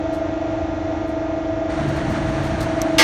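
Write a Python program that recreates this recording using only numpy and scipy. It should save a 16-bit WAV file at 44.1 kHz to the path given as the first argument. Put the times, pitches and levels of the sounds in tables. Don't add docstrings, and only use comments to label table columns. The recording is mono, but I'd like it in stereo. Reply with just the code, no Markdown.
import sys
import numpy as np
from scipy.fft import rfft, irfft, next_fast_len
from scipy.io import wavfile
from scipy.ndimage import map_coordinates

SR = 44100
rng = np.random.default_rng(int(sys.argv[2]) if len(sys.argv) > 2 else 0)


def dump(signal):
    limited = np.clip(np.atleast_2d(signal).T, -1, 1)
    pcm = np.round(limited * 32767).astype(np.int16)
    wavfile.write(sys.argv[1], SR, pcm)


N = 133623

# level in dB, for consecutive shaft orders from 11.
PUMP_ORDERS = [-45.5, -31.5, -29, -42.5]
# level in dB, for consecutive shaft orders from 24.
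OCTAVE_ORDERS = [-53, -43.5, -29.5, -41.5, -51.5]
# multiple of the shaft rate, relative level in dB.
CASING_ORDERS = [(2, -14.5), (3, -16.5), (4, -15.5), (6, -19), (7, -20.5), (8, -20), (16, -21), (17, -16),
                 (20, -22.5), (21, -19), (29, -17.5), (30, -21), (31, -20), (32, -18), (33, -23.5),
                 (35, -21.5), (36, -21.5)]
# frequency in Hz, level in dB.
WHINE_LINES = [(509, -47.5), (574, -50), (604, -45), (679, -40.5), (709, -51), (910, -51.5), (1222, -48),
               (1394, -48.5), (1480, -60), (1572, -61), (1620, -55.5), (1696, -56), (1744, -60.5),
               (1922, -52.5), (2116, -58.5), (2180, -57), (2449, -63), (2536, -62), (3494, -60)]
# frequency in Hz, relative level in dB per Hz.
IDLE_SPECTRUM = [(20, -29.5), (32, -12.5), (55, -5.5), (95, 0.5), (125, -6.5), (170, -16.5), (300, -8),
                 (460, -15.5), (560, -11), (780, -10.5), (1100, -20.5), (2000, -25.5), (3000, -31.5),
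                 (4200, -36), (4950, -41.5), (5800, -37), (7200, -45.5), (8500, -68.5), (15000, -85)]
# start in seconds, attack in seconds, T60 in seconds, level in dB.
SCUFF_EVENTS = [(.125, 0.019, 0.16, -39), (1.07, 0.015, 0.16, -47), (1.883, .004, 0.077, -39),
                (1.962, .004, .08, -39.5), (2.095, .01, 0.14, -38.5), (2.285, .008, 0.094, -44.5),
                (2.43, 0.018, 0.2, -37), (2.603, 0.0049, .1, -30.5), (2.626, 0.005, 0.065, -34.5)]
# frequency in Hz, relative level in dB.
SCUFF_SPECTRUM = [(1500, -19), (4200, 3.5), (6300, -4), (9000, -3.5), (10500, -11), (12500, -7.5),
                  (15500, -24.5)]
# frequency in Hz, relative level in dB, T60 in seconds.
CONTACT_MODES = [(5840, 0, 0.0084), (6070, 4.5, 0.0075), (6350, -4.5, 0.0093), (8400, -7, 0.011),
                 (11720, -17, 0.025), (12460, -14, .015), (12950, -18.5, 0.029)]
# frequency in Hz, relative level in dB per Hz.
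OIL_SPECTRUM = [(300, -6.5), (800, 2), (1100, -1), (1700, -0.5), (2600, -10), (3700, -14), (4500, -15),
                (4950, -23), (5600, -18.5), (6500, -19.5), (7700, -28), (9000, -25), (10500, -45),
                (13000, -61), (15500, -70.5)]
# time in seconds, relative level in dB.
FLOW_SURGES = [(1.70, -35.5), (1.78, -35), (1.85, -35), (1.87, -34), (1.92, -35.5), (1.98, -33),
               (2.11, -35), (2.15, -32.5), (2.2, -34.5), (2.32, -33), (2.53, -35), (2.67, -32.5),
               (2.75, -34.5), (2.8, -34), (2.96, -36)]
# frequency in Hz, relative level in dB per Hz.
RUMBLE_SPECTRUM = [(22, -35), (35, -11), (60, -2.5), (100, -2.5), (145, -5), (185, -7.5), (260, -7),
                   (500, -23), (1200, -66.5)]
# start in seconds, relative level in dB, pitch of the crack in Hz.
CUT_BLOWS = [(2.9826, 1.5, 3860), (2.991, 0, 4700), (3, -6, 2190), (3.015, -6.5, 2000)]
# frequency in Hz, relative level in dB.
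STEEL_MODES = [(336, -9), (505, -2.5), (575, -7), (890, 4.5), (1160, -1.5), (1222, 0), (1410, -8.5),
               (1604, -1), (1650, -3), (1691, -4), (1943, 2.5), (2121, 6.5), (2238, -0.5), (2268, -1.5),
               (2925, -5), (3325, -5), (4420, -2.5), (4577, -11), (5270, -6), (5590, -8), (6200, -8.5),
               (6310, -5.5)]
# frequency in Hz, relative level in dB.
CLANG_SPECTRUM = [(100, -14), (400, -3.5), (750, -1.5), (1020, -5.5), (1400, -5.5), (2100, 4), (2900, -7),
                  (4200, -4), (5500, -13.5), (8000, -17), (15000, -50)]
# frequency in Hz, relative level in dB.
CRASH_SPECTRUM = [(1000, -26.5), (2800, 2), (4200, -4), (6200, -4), (7000, -11.5), (9500, -14),
                  (11000, -19), (13000, -19), (15500, -29.5)]

SHAFT_HZ = 24.938
RAM_S, RAM_RISE_S = 1.704, 0.14
LOAD_S, LOAD_RISE_S = 2.57, 0.42


def amp(db):
    return 10 ** (np.asarray(db) / 20)


def unit(x):
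    return x / np.sqrt(np.mean(x ** 2) + 1e-20)


def clock():
    return np.arange(N) / SR


def ramp(start, length):
    return np.clip((clock() - start) / length, 0, 1)


def wobble(rate):
    knots = rng.standard_normal(int(N * rate / SR) + 4)
    return map_coordinates(knots, [clock() * rate])


def filtered(x, response):
    m = next_fast_len(N + 8192)
    spectrum = rfft(x, m) * response(np.fft.rfftfreq(m, 1 / SR))
    return irfft(spectrum, m)[..., :N]


def noise(points):
    f, db = np.transpose(points)

    def response(hz):
        return amp(np.interp(np.log(hz + 1), np.log(f), db))

    return unit(filtered(rng.standard_normal(N), response))


def resonance(centre_hz, width_hz):
    def response(hz):
        return 1 / (1 + (2 * (hz - centre_hz) / width_hz) ** 2)

    return unit(filtered(rng.standard_normal(N), response))


def tone(hz, unsteady):
    phase = 2 * np.pi * (hz * clock() + rng.random()) + unsteady * wobble(6)
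    return np.sqrt(2) * np.sin(phase)


def struck(start, attack, t60):
    t = np.maximum(clock() - start, 0)
    decay = np.exp(-np.minimum(np.log(1000) * t / t60, 20))
    return (1 - np.exp(-t / attack)) * decay


def throb(levels_db, crest_s, flutter_db, order):
    turn = 2 * np.pi * SHAFT_HZ * (clock() - crest_s)
    start = 2 * np.pi * rng.random()
    total = np.zeros(N)
    for k, db in enumerate(levels_db):
        total += amp(db + flutter_db * wobble(7)) * np.cos((order + k) * turn + start)
    return np.sqrt(2) * total


def pump():
    hum = throb(PUMP_ORDERS, crest_s=0.01105, flutter_db=0.1, order=11)
    hum += throb(OCTAVE_ORDERS, crest_s=0.022, flutter_db=0.0, order=24)
    housing = amp(-35.5) * resonance(660.5, width_hz=39)
    casing = amp(-31.5) * sum(amp(db) * tone(k * SHAFT_HZ, unsteady=0.61) for k, db in CASING_ORDERS)
    whine = sum(amp(db) * tone(hz, unsteady=0.11) for hz, db in WHINE_LINES)
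    running = amp(-30 + 0.48 * wobble(11)) * noise(IDLE_SPECTRUM)
    sag_db, load_db = -1, 6.5
    hum_db = sag_db * ramp(RAM_S, RAM_RISE_S) + load_db * ramp(LOAD_S, LOAD_RISE_S)
    return (hum + housing) * amp(hum_db) + casing + whine + running


def sheet():
    rub = sum(amp(db) * struck(start, attack, t60) for start, attack, t60, db in SCUFF_EVENTS)
    scuffs = rub * unit(noise(SCUFF_SPECTRUM) * amp(2 * wobble(400)))
    tick_s, tick_db = 2.8172, -14
    since = clock() - tick_s
    ring = np.zeros(N)
    for hz, db, t60 in CONTACT_MODES:
        ring += amp(db) * struck(tick_s, 0.00044, t60) * np.sin(2 * np.pi * hz * since)
    crack = amp(-11.02) * struck(tick_s, 0.0004, t60=0.025) * noise(SCUFF_SPECTRUM)
    return scuffs + amp(tick_db) * (ring + crack)


def stroke():
    flow_db = 2 + np.interp(clock(), *np.transpose(FLOW_SURGES)) + 0.6 * wobble(35.06)
    oil = ramp(1.69, length=0.0096) * amp(flow_db) * noise(OIL_SPECTRUM)
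    slowing_db = -5.5 * ramp(LOAD_S, LOAD_RISE_S)
    speed = amp(slowing_db + 0.58 * wobble(9.8))
    judder = amp(1.8 * wobble(22.1))
    rumble = ramp(RAM_S, RAM_RISE_S) * amp(-26) * unit(noise(RUMBLE_SPECTRUM) * judder)
    frame_hz, frame_db, fade_db_per_s = 143.1, -29, 4.5
    boom_db = frame_db - fade_db_per_s * (clock() - RAM_S)
    boom = ramp(RAM_S, length=0.13) * amp(boom_db + 2.2 * wobble(18)) * tone(frame_hz, unsteady=2.58)
    return oil + speed * (rumble + boom)


def cut():
    impacts, energy = np.zeros(N), np.zeros(N)
    for start, db, crack_hz in CUT_BLOWS:
        blow = amp(db)
        energy += (blow * struck(start, attack=0.0064, t60=0.61)) ** 2
        clang = amp(-19) * struck(start, attack=0.0035, t60=0.91) * noise(CLANG_SPECTRUM)
        crash = amp(-14.5) * struck(start, attack=0.0006, t60=0.18) * noise(CRASH_SPECTRUM)
        crack = amp(-10.5) * struck(start, attack=0.0003, t60=0.015) * resonance(crack_hz, width_hz=800)
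        impacts += blow * (clang + crash + crack)
    ring = sum(amp(level) * tone(hz, unsteady=0.37) for hz, level in STEEL_MODES)
    return impacts + amp(-25.5) * np.sqrt(energy) * ring


def scene():
    mid = pump() + sheet() + stroke() + cut()
    side_db, side_from_hz = -30, 2000

    def treble(hz):
        return 1j * hz ** 6 / (hz ** 6 + side_from_hz ** 6)

    side = amp(side_db) * filtered(mid, treble)
    return np.array([mid + side, mid - side])


def record(dry):
    headroom, top_hz = 1.0, 15850
    rounded = dry / (1 + (dry / headroom) ** 6) ** (1 / 6)
    return filtered(rounded, lambda hz: hz < top_hz)


dry = scene()
out = record(dry)
dump(out)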